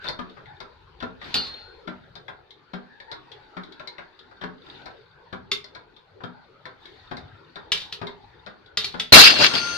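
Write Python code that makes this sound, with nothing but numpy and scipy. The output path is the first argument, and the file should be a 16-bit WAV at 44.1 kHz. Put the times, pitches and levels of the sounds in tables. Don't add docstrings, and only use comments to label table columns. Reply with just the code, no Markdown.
import sys
import numpy as np
from scipy import signal
from scipy.io import wavfile
from scipy.ndimage import uniform_filter1d

SR = 44100
rng = np.random.default_rng(int(sys.argv[2]) if len(sys.argv) > 2 else 0)


def master(y):
    cut = np.clip(np.atleast_2d(y).T, -1, 1)
    pcm = np.round(cut * 32767)
    wavfile.write(sys.argv[1], SR, pcm.astype(np.int16))


N = 430857

# frequency in Hz, level in dB per Hz.
RUMBLE_SPECTRUM = [(30, -30), (45, 1.5), (100, 3), (160, 2), (260, -57)]
# time in seconds, level in dB.
RUMBLE_LEVEL = [(1.2, -56.5), (2.3, -53.5), (2.7, -70), (5, -60)]
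HISS_DB = -97

# time in seconds, level in dB.
LOAD = [(0, -50.5), (.9, -55), (1.8, -52.5), (2.45, -58.5), (3.3, -51.5), (4.3, -54.5), (6.05, -58),
        (7.2, -53), (8.3, -52.5), (9.1, -60.5)]
# frequency in Hz, level in dB per Hz.
RUB_SPECTRUM = [(150, -12.5), (300, -0.5), (414, 6), (683, -8.5), (845, 1.5), (1180, -6.5), (1480, 1.5),
                (1900, -8.5), (4000, -68)]
# frequency in Hz, level in dB per Hz.
GRIT_SPECTRUM = [(1500, -4), (2300, -1), (2900, -4), (3650, -3), (4480, -1), (5200, -15), (9000, -38)]
GRIT_RING = 3655, 25, 2
# start in seconds, rise in seconds, length in seconds, level in dB.
SCRAPES = [(0, 0.086, 0.041, -39.5), (1.197, 0.062, 0.36, -43), (4.59, 0.099, 0.29, -52),
           (6.768, 0.072, 0.41, -56.5)]
GRIT_BELOW_DB = -8
SCRAPE_DULL_DB = 0.5
RASP_DB = 5

# start in seconds, length in seconds, first pitch in Hz, rise in Hz per second,
# level in dB.
SQUEAKS = [(0.463, 0.074, 792, 1580, -59), (3.068, 0.085, 891, 330, -55.5), (8.069, 0.038, 980, 500, -57)]

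# start in seconds, frame level in dB.
THUDS = [(0.189, -30), (1.024, -29), (1.348, -29.5), (1.873, -30), (2.733, -31), (3.566, -32.5),
         (4.435, -29.5), (5.326, -32), (6.235, -30.5), (7.111, -30.5), (8.013, -31.5), (8.94, -31)]
# start in seconds, pawl level in dB, frame level in dB, colour in Hz.
TICKS = [(0.042, -39, -36.5, 3560), (0.085, -25, -31.5, 4250), (0.296, -51.5, -63, 3550),
         (0.366, -62, -41.5, 1500), (0.4567, -48, -52, 1910), (0.6018, -34.5, -36, 3750),
         (1.002, -39.5, -39.5, 3030), (1.214, -35, -41, 1920), (2.1533, -39.5, -41.5, 3800),
         (2.2809, -35, -38.5, 1640), (2.506, -44, -76, 3630), (3.001, -41, -50, 1740),
         (3.1149, -30, -39, 3860), (3.3164, -41.5, -57, 3380), (3.6338, -44, -69, 3800),
         (3.721, -45, -61, 3800), (3.796, -40.5, -38.5, 2290), (3.8732, -33, -54, 4020),
         (3.9816, -36.5, -36, 1940), (4.19, -48, -70, 3500), (4.309, -62, -50, 3860),
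         (4.412, -41.5, -36.5, 3200), (4.8569, -43, -37, 3740), (5.641, -37.5, -53, 4160),
         (5.7488, -40.5, -40.5, 3820), (5.964, -49, -56, 3500), (6.201, -77, -41.5, 2260),
         (6.654, -34, -37.5, 1660), (6.8546, -42.5, -55, 3630), (7.168, -39, -41.5, 3930),
         (7.5559, -38, -37.5, 3660), (8.0682, -36, -43, 3680), (8.462, -39.5, -36, 3660),
         (8.66, -51, -64, 3570)]
# frequency in Hz, level in dB, t60 in seconds (pitch and level vary per blow).
FRAME_MODES = [(184.5, -2, 0.14), (243.7, -2, 0.14), (412, 5, 0.19), (755, -2, 0.063), (1117, 11.5, 0.013),
               (1395, 19, 0.018), (1585, 10, 0.021)]
# frequency in Hz, level in dB, t60 in seconds (pitch and level vary per blow).
PAWL_MODES = [(2127, 20, 0.015), (2380, -13, 0.0285), (3595, -2.5, 0.28), (3604, 28.5, 0.005),
              (4250, 8.5, 0.03), (3600, 8, 0.11)]
THUD_PAWL_DB, THUD_HZ = -11.5, 3180
THUD_S, TICK_S = 0.0051, 0.0065
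THUD_SOFT, TICK_SOFT = 0.6, 0.2
BODY_DB, BODY_RISE_S = -8, 0.004

# time in seconds, rms level in dB, colour in Hz,
# slipping fibres in dB against the crack (before the fixed slip weights).
CRACKS = [(1.342, -37, 3800, -18), (5.516, -38, 3550, -29), (7.7187, -34.5, 3670, -15),
          (7.925, -49, 3800, -39), (8.7722, -36.5, 3730, -15), (8.844, -43, 4130, -26),
          (8.9977, -40.5, 3520, -20.5)]
CRACK_TREBLE_DB, CRACK_SPIKY_DB = -25, 5.5
CLANK = 1.345, -31.5, 0.022
# frequency in Hz, level in dB, t60 in seconds.
STEEL_MODES = [(2875, -8, .22), (3655, -3, .28), (4226, 2, .7), (4430, -1, .2), (4662, -1, .24)]

# start in seconds, rise in seconds, length in seconds,
# clatter level in dB, bass level in dB.
BOUNCES = [(9.121, 0.0065, 0.15, 0, -8), (9.38, 0.051, 0.054, -12.5, -21), (9.528, 0.02, 0.062, -23.5, -29)]
# frequency in Hz, level in dB per Hz.
CLATTER_SPECTRUM = [(290, -47), (500, -24.5), (1230, -7.5), (1420, 0.5), (1950, -5), (2910, -2.5),
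                    (4540, -0.5), (8170, -26), (15400, -40.5)]
# frequency in Hz, level in dB per Hz.
BOOM_SPECTRUM = [(25, -54), (81, -10), (306, -3), (487, -7.5), (1170, -8.5), (1980, -120)]
# frequency in Hz, width in Hz, level in dB.
LINKS = [(2300, 20, -5), (2730, 30, -1), (3290, 25, -8), (4130, 35, -6), (4850, 35, -1)]
# frequency in Hz, level in dB, t60 in seconds, struck at in seconds.
RINGS = [(1400, -29, 8, 9.45), (4404, -9, .7, 9.15), (4398, -30, 3, 9.56), (6153, -37, 8, 9.42),
         (8775, -52, 8, 9.33)]
# start in seconds, level in dB, frequency in Hz, t60 in seconds.
CLINKS = [(9.268, -5, 4970, 0.084), (9.545, -23, 4540, 0.53), (9.729, -31, 3280, 0.076)]
FADE_DB, FADE_POWER = -11.5, 2.32
BASS_RISE_S = 0.024
RATTLE_DB, RATTLE_BASS_DB, RATTLE_DB_PER_S = -17.5, -24.5, -27
RING_SWELL_S, RING_WAVER_DB, RING_LEFT_DB = .2, 2.5, 2
RIG_LEFT_DB = 3

# frequency in Hz, t60 in seconds.
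ROOM = [(200, 0.44), (700, 0.33), (2760, 0.22), (7280, 0.16)]
# frequency in Hz, gain in dB.
MIC = [(60, 2), (4800, 5.5), (6000, -3), (8000, -9.5), (15500, -6.5)]
LEVER_LAG, ROPE_LAG = 16, -2
EDGE_HZ = 15500


def gain_of(db):
    return 10 ** (np.asarray(db) / 20)


def evened(x):
    return x / np.sqrt(np.mean(x ** 2) + 1e-20)


def peaked(x):
    return x / np.abs(x).max()


def read(points, hz):
    f, value = np.transpose(points)
    return np.interp(np.log(hz + 1), np.log(f + 1), value)


def add(mix, s, sound):
    part = mix[round(s * SR):][:len(sound)]
    part += sound[:len(part)]


def together(levels):
    return np.sqrt(sum(level ** 2 for level in levels))


def swell(t, s, rise, length, db):
    rise = max(rise, .001)
    late = np.clip(t - s - rise, 0, None) / max(length, .005)
    return np.clip((t - s) / rise, 0, 1) * gain_of(db + FADE_DB * np.minimum(late, 9) ** FADE_POWER)


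def grainy(count, per_s, strength):
    hits = (rng.random(count) < per_s / SR) * rng.exponential(1, count)
    return evened(1 + strength * signal.lfilter([1], [1, -np.exp(-1 / (0.0042 * SR))], hits))


def ringing(modes, t, detune):
    return sum(gain_of(db + 1.44 * d - 60 * t / t60) * np.sin(2 * np.pi * hz * (1 + 0.052 * d) * t)
               for (hz, db, t60), d in zip(modes, detune))


def band(x, hz, sharpness):
    return signal.lfilter(*signal.iirpeak(min(hz, 15000), max(sharpness, .3), SR), x)


def noise(spectrum, same, patchy_db, size=512, count=N):
    hop = size // 4
    frames, hz = count // hop + 5, np.fft.rfftfreq(size, 1 / SR)
    a, b, c, d, patches = rng.standard_normal((frames, len(hz), 5), dtype=np.float32).T
    patches = uniform_filter1d(patches, size=5, axis=0)
    patches = evened(uniform_filter1d(patches, size=16, axis=1))
    same = np.clip(same, -1, 1)
    left, other = a + 1j * b, c + 1j * d
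    z = np.array([left, same * left + np.sqrt(1 - same ** 2) * other])
    z *= gain_of(read(spectrum, hz)[:, None] + patchy_db * patches)
    return evened(signal.istft(z, nperseg=size, noverlap=size - hop)[1][:, :count])


def room(x):
    at = np.arange(120, SR // 3 - 20, 20)
    out, turn = np.zeros((2, N)), np.arange(N) / SR * 2.1
    for k in range(3):
        taps = np.zeros((2, SR // 3))
        places = at + rng.integers(0, 20, (2, len(at)))
        np.put_along_axis(taps, places, rng.choice([-1., 1.], (2, len(at))), 1)
        hz, t, z = signal.stft(taps, SR, nperseg=256)
        tail = signal.istft(z * gain_of(-60 * t / read(ROOM, hz)[:, None]), SR, nperseg=256)[1]
        feed = x * np.sqrt(2 / 3) * np.cos(np.pi * (turn + k / 3))
        out += signal.oaconvolve(feed[None], tail / np.linalg.norm(tail[0]), axes=1)[:, :N]
    return out


def placed(x, left_db, lag, wet_db):
    direct = np.array([gain_of(left_db) * np.roll(x, lag), gain_of(-left_db) * x])
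    return direct + gain_of(wet_db) * room(x)


def coloured(x):
    log_gain = np.log(gain_of(read(MIC, abs(np.fft.fftfreq(4096, 1 / SR)))))
    taps = np.fft.ifft(np.exp(log_gain - 1j * signal.hilbert(log_gain).imag)).real[:1024]
    return signal.oaconvolve(x, taps[None], axes=1)[:, :N]


def background():
    t = np.arange(N) / SR
    load = gain_of(np.interp(t, *np.transpose(LOAD)))
    scrape = together(swell(t, *row) for row in SCRAPES)
    rub_level = together([load, gain_of(SCRAPE_DULL_DB) * scrape])
    grit_level = together([gain_of(GRIT_BELOW_DB) * load, scrape])
    rumble_level = gain_of(np.interp(t, *np.transpose(RUMBLE_LEVEL)))
    rumble = rumble_level * noise(RUMBLE_SPECTRUM, 0.98, 5.2, size=2048)
    sand = noise(GRIT_SPECTRUM, 0.061, 2.5)
    ring_hz, sharpness, ring_db = GRIT_RING
    sing = gain_of(ring_db) * band(sand * grainy(N, 40, 4.4), ring_hz, sharpness)
    rub = rub_level * noise(RUB_SPECTRUM, 0.32, 5.35, size=1024)
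    near = rub + grit_level * (sand + sing) + gain_of(RASP_DB) * scrape * sing + rumble
    hiss = gain_of(HISS_DB) * rng.standard_normal((2, N))
    return near * gain_of([[1.6], [-1.6]]) + hiss


def squeaks():
    out = np.zeros(N)
    for s, length, first_hz, rise_hz, db in SQUEAKS:
        count = round(length * SR)
        waver = 1 + 0.067 * evened(uniform_filter1d(rng.standard_normal(8000), size=200))[:count]
        glide_hz = first_hz + rise_hz * np.arange(count) / SR
        turn = 2 * np.pi * np.cumsum(glide_hz * waver) / SR
        tone = np.sqrt(2) * (np.sin(turn) + 0.5 * np.sin(2 * turn))
        add(out, s, gain_of(db) * tone * signal.windows.tukey(count, .4))
    return out


def knock(frame_db, pawl_db, hz, length, soft):
    t = np.arange(5000) / SR
    u = t[:2500] / max(length, .001)
    contacts = rng.standard_normal(len(u)) * gain_of(4.4 * rng.standard_normal(len(u)))
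    sharp = contacts * u ** max(soft, 0) * np.exp(-1.3 * u)
    heavy = contacts * u ** 1.19 * np.exp(-u)
    pad = (0, len(t) - 1)
    detune = rng.standard_normal((2, 12))
    pawl = peaked(signal.fftconvolve(sharp, ringing(PAWL_MODES, t, 0.42 * detune[0])))
    click = peaked(band(band(np.pad(sharp, pad), hz, 11.3), hz, 0.87))
    tick = peaked(0.82 * pawl + click)
    frame = peaked(signal.fftconvolve(heavy, ringing(FRAME_MODES, t, 0.97 * detune[1])))
    dull = band(band(np.pad(heavy, pad), 590, 0.71), 590, 0.71)
    thud = peaked(frame + 0.65 * peaked(dull))
    return gain_of(pawl_db) * tick + gain_of(frame_db) * thud


def lever():
    out, t = np.zeros(N), np.arange(6000) / SR
    for s, frame_db in THUDS:
        add(out, s, knock(frame_db, frame_db + THUD_PAWL_DB, THUD_HZ, THUD_S, THUD_SOFT))
        body = ringing(FRAME_MODES[:2], t, 0.5 * rng.standard_normal(2)) * np.minimum(t / BODY_RISE_S, 1)
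        add(out, s, gain_of(frame_db + BODY_DB) * peaked(body))
    for s, pawl_db, frame_db, hz in TICKS:
        add(out, s, knock(frame_db, pawl_db, hz, TICK_S, TICK_SOFT))
    return out


def clank():
    out, t = np.zeros(N), np.arange(20000) / SR
    start, clank_db, rattle_s = CLANK
    for hz, db, t60 in STEEL_MODES:
        rattle = rng.standard_normal(4000) * np.exp(-t[:4000] / rattle_s)
        rung = signal.fftconvolve(rattle, ringing([(hz, 0, t60)], t, [0]))
        add(out, start, gain_of(clank_db + db) * peaked(rung))
    return out


def cracks():
    out, t = np.zeros(N), np.arange(12000) / SR
    for s, db, hz, slip_db in CRACKS:
        fibres = rng.standard_normal(len(t)) * np.minimum(t / 0.0026, 1)
        burst = fibres * gain_of(CRACK_SPIKY_DB * rng.standard_normal(len(t))) * np.exp(-t / 0.0051)
        slip = gain_of(slip_db) * fibres * grainy(len(t), 130, 1.7) * np.exp(-t / 0.061)
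        detune = rng.standard_normal((2, 12))
        pawl, frame = (peaked(signal.fftconvolve(burst[:900], ringing(modes, t, d))[:len(t)])
                       for modes, d in zip((PAWL_MODES, FRAME_MODES), detune))
        broad = band(band(burst + 0.54 * slip, hz, 0.53), hz, 0.53)
        narrow = band(burst + 1.9 * slip, hz, 7.4)
        treble = peaked(np.diff(burst, prepend=0))
        snap = peaked(broad + 1.2 * narrow) + gain_of(CRACK_TREBLE_DB) * treble
        add(out, s - .001, gain_of(db) * evened(snap + 0.17 * pawl + 0.12 * frame))
    return out


def rings(t):
    tones = np.zeros((2, len(t)))
    for (hz, db, t60, start), phase in zip(RINGS, rng.random((len(RINGS), 2, 1)) / 4):
        after = np.clip(t - start, 0, None)
        drift = rng.standard_normal((2, len(t)))
        waver = evened(signal.fftconvolve(drift, np.hanning(2000)[None], "same"))
        level_db = db - 60 * after / t60 + RING_WAVER_DB * waver + [[RING_LEFT_DB], [-RING_LEFT_DB]]
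        rise = np.minimum(after / RING_SWELL_S, 1)
        tones += gain_of(level_db) * rise * np.sin(2 * np.pi * (hz * after + phase))
    return tones


def crash():
    t = np.arange(round(BOUNCES[0][0] * SR), N) / SR
    rattle = np.minimum((t - t[0]) / BASS_RISE_S, 1) * gain_of(RATTLE_DB_PER_S * (t - t[0]))
    clatter_levels, bass_levels = [gain_of(RATTLE_DB) * rattle], [gain_of(RATTLE_BASS_DB) * rattle]
    for s, rise, length, clatter_db, bass_db in BOUNCES:
        clatter_levels.append(swell(t, s, rise, length, clatter_db))
        bass_levels.append(swell(t, s, min(rise, BASS_RISE_S), 0.55 * (rise + length), bass_db))
    tones = rings(t)
    for s, db, hz, t60 in CLINKS:
        after = np.clip(t - s, 0, None)
        tones += ringing([(hz, db, t60)], after, [0]) * np.minimum(after / 0.0028, 1)
    knocking = grainy(len(t), 270, 0.23)
    clatter = noise(CLATTER_SPECTRUM, 0.0082, 2.84, size=256, count=len(t))
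    jangle = together(clatter_levels) * knocking * clatter
    links = sum(gain_of(db) * band(jangle, hz, hz / width) for hz, width, db in LINKS)
    boom = together(bass_levels) * noise(BOOM_SPECTRUM, 0.1, 1.5, size=2048, count=len(t))
    middle = band(jangle, 1840, 0.44) * [[0.3], [-0.3]]
    rig = jangle + 3.1 * links + middle + (boom + tones) * gain_of([[RIG_LEFT_DB], [-RIG_LEFT_DB]])
    return np.pad(rig, ((0, 0), (N - len(t), 0)))


def scene():
    tensioner = placed(lever() + squeaks(), 6.04, LEVER_LAG, 1.0)
    rope = placed(cracks() + clank(), 1.0, ROPE_LAG, -1.46)
    return coloured(tensioner + rope) + background() + crash()


def record(dry):
    clipped = np.clip(dry, -.97, .97)
    lowpass = signal.firwin(511, EDGE_HZ, window=("kaiser", 9), fs=SR)
    return signal.oaconvolve(clipped, lowpass[None], "same")


dry = scene()
out = record(dry)
master(out)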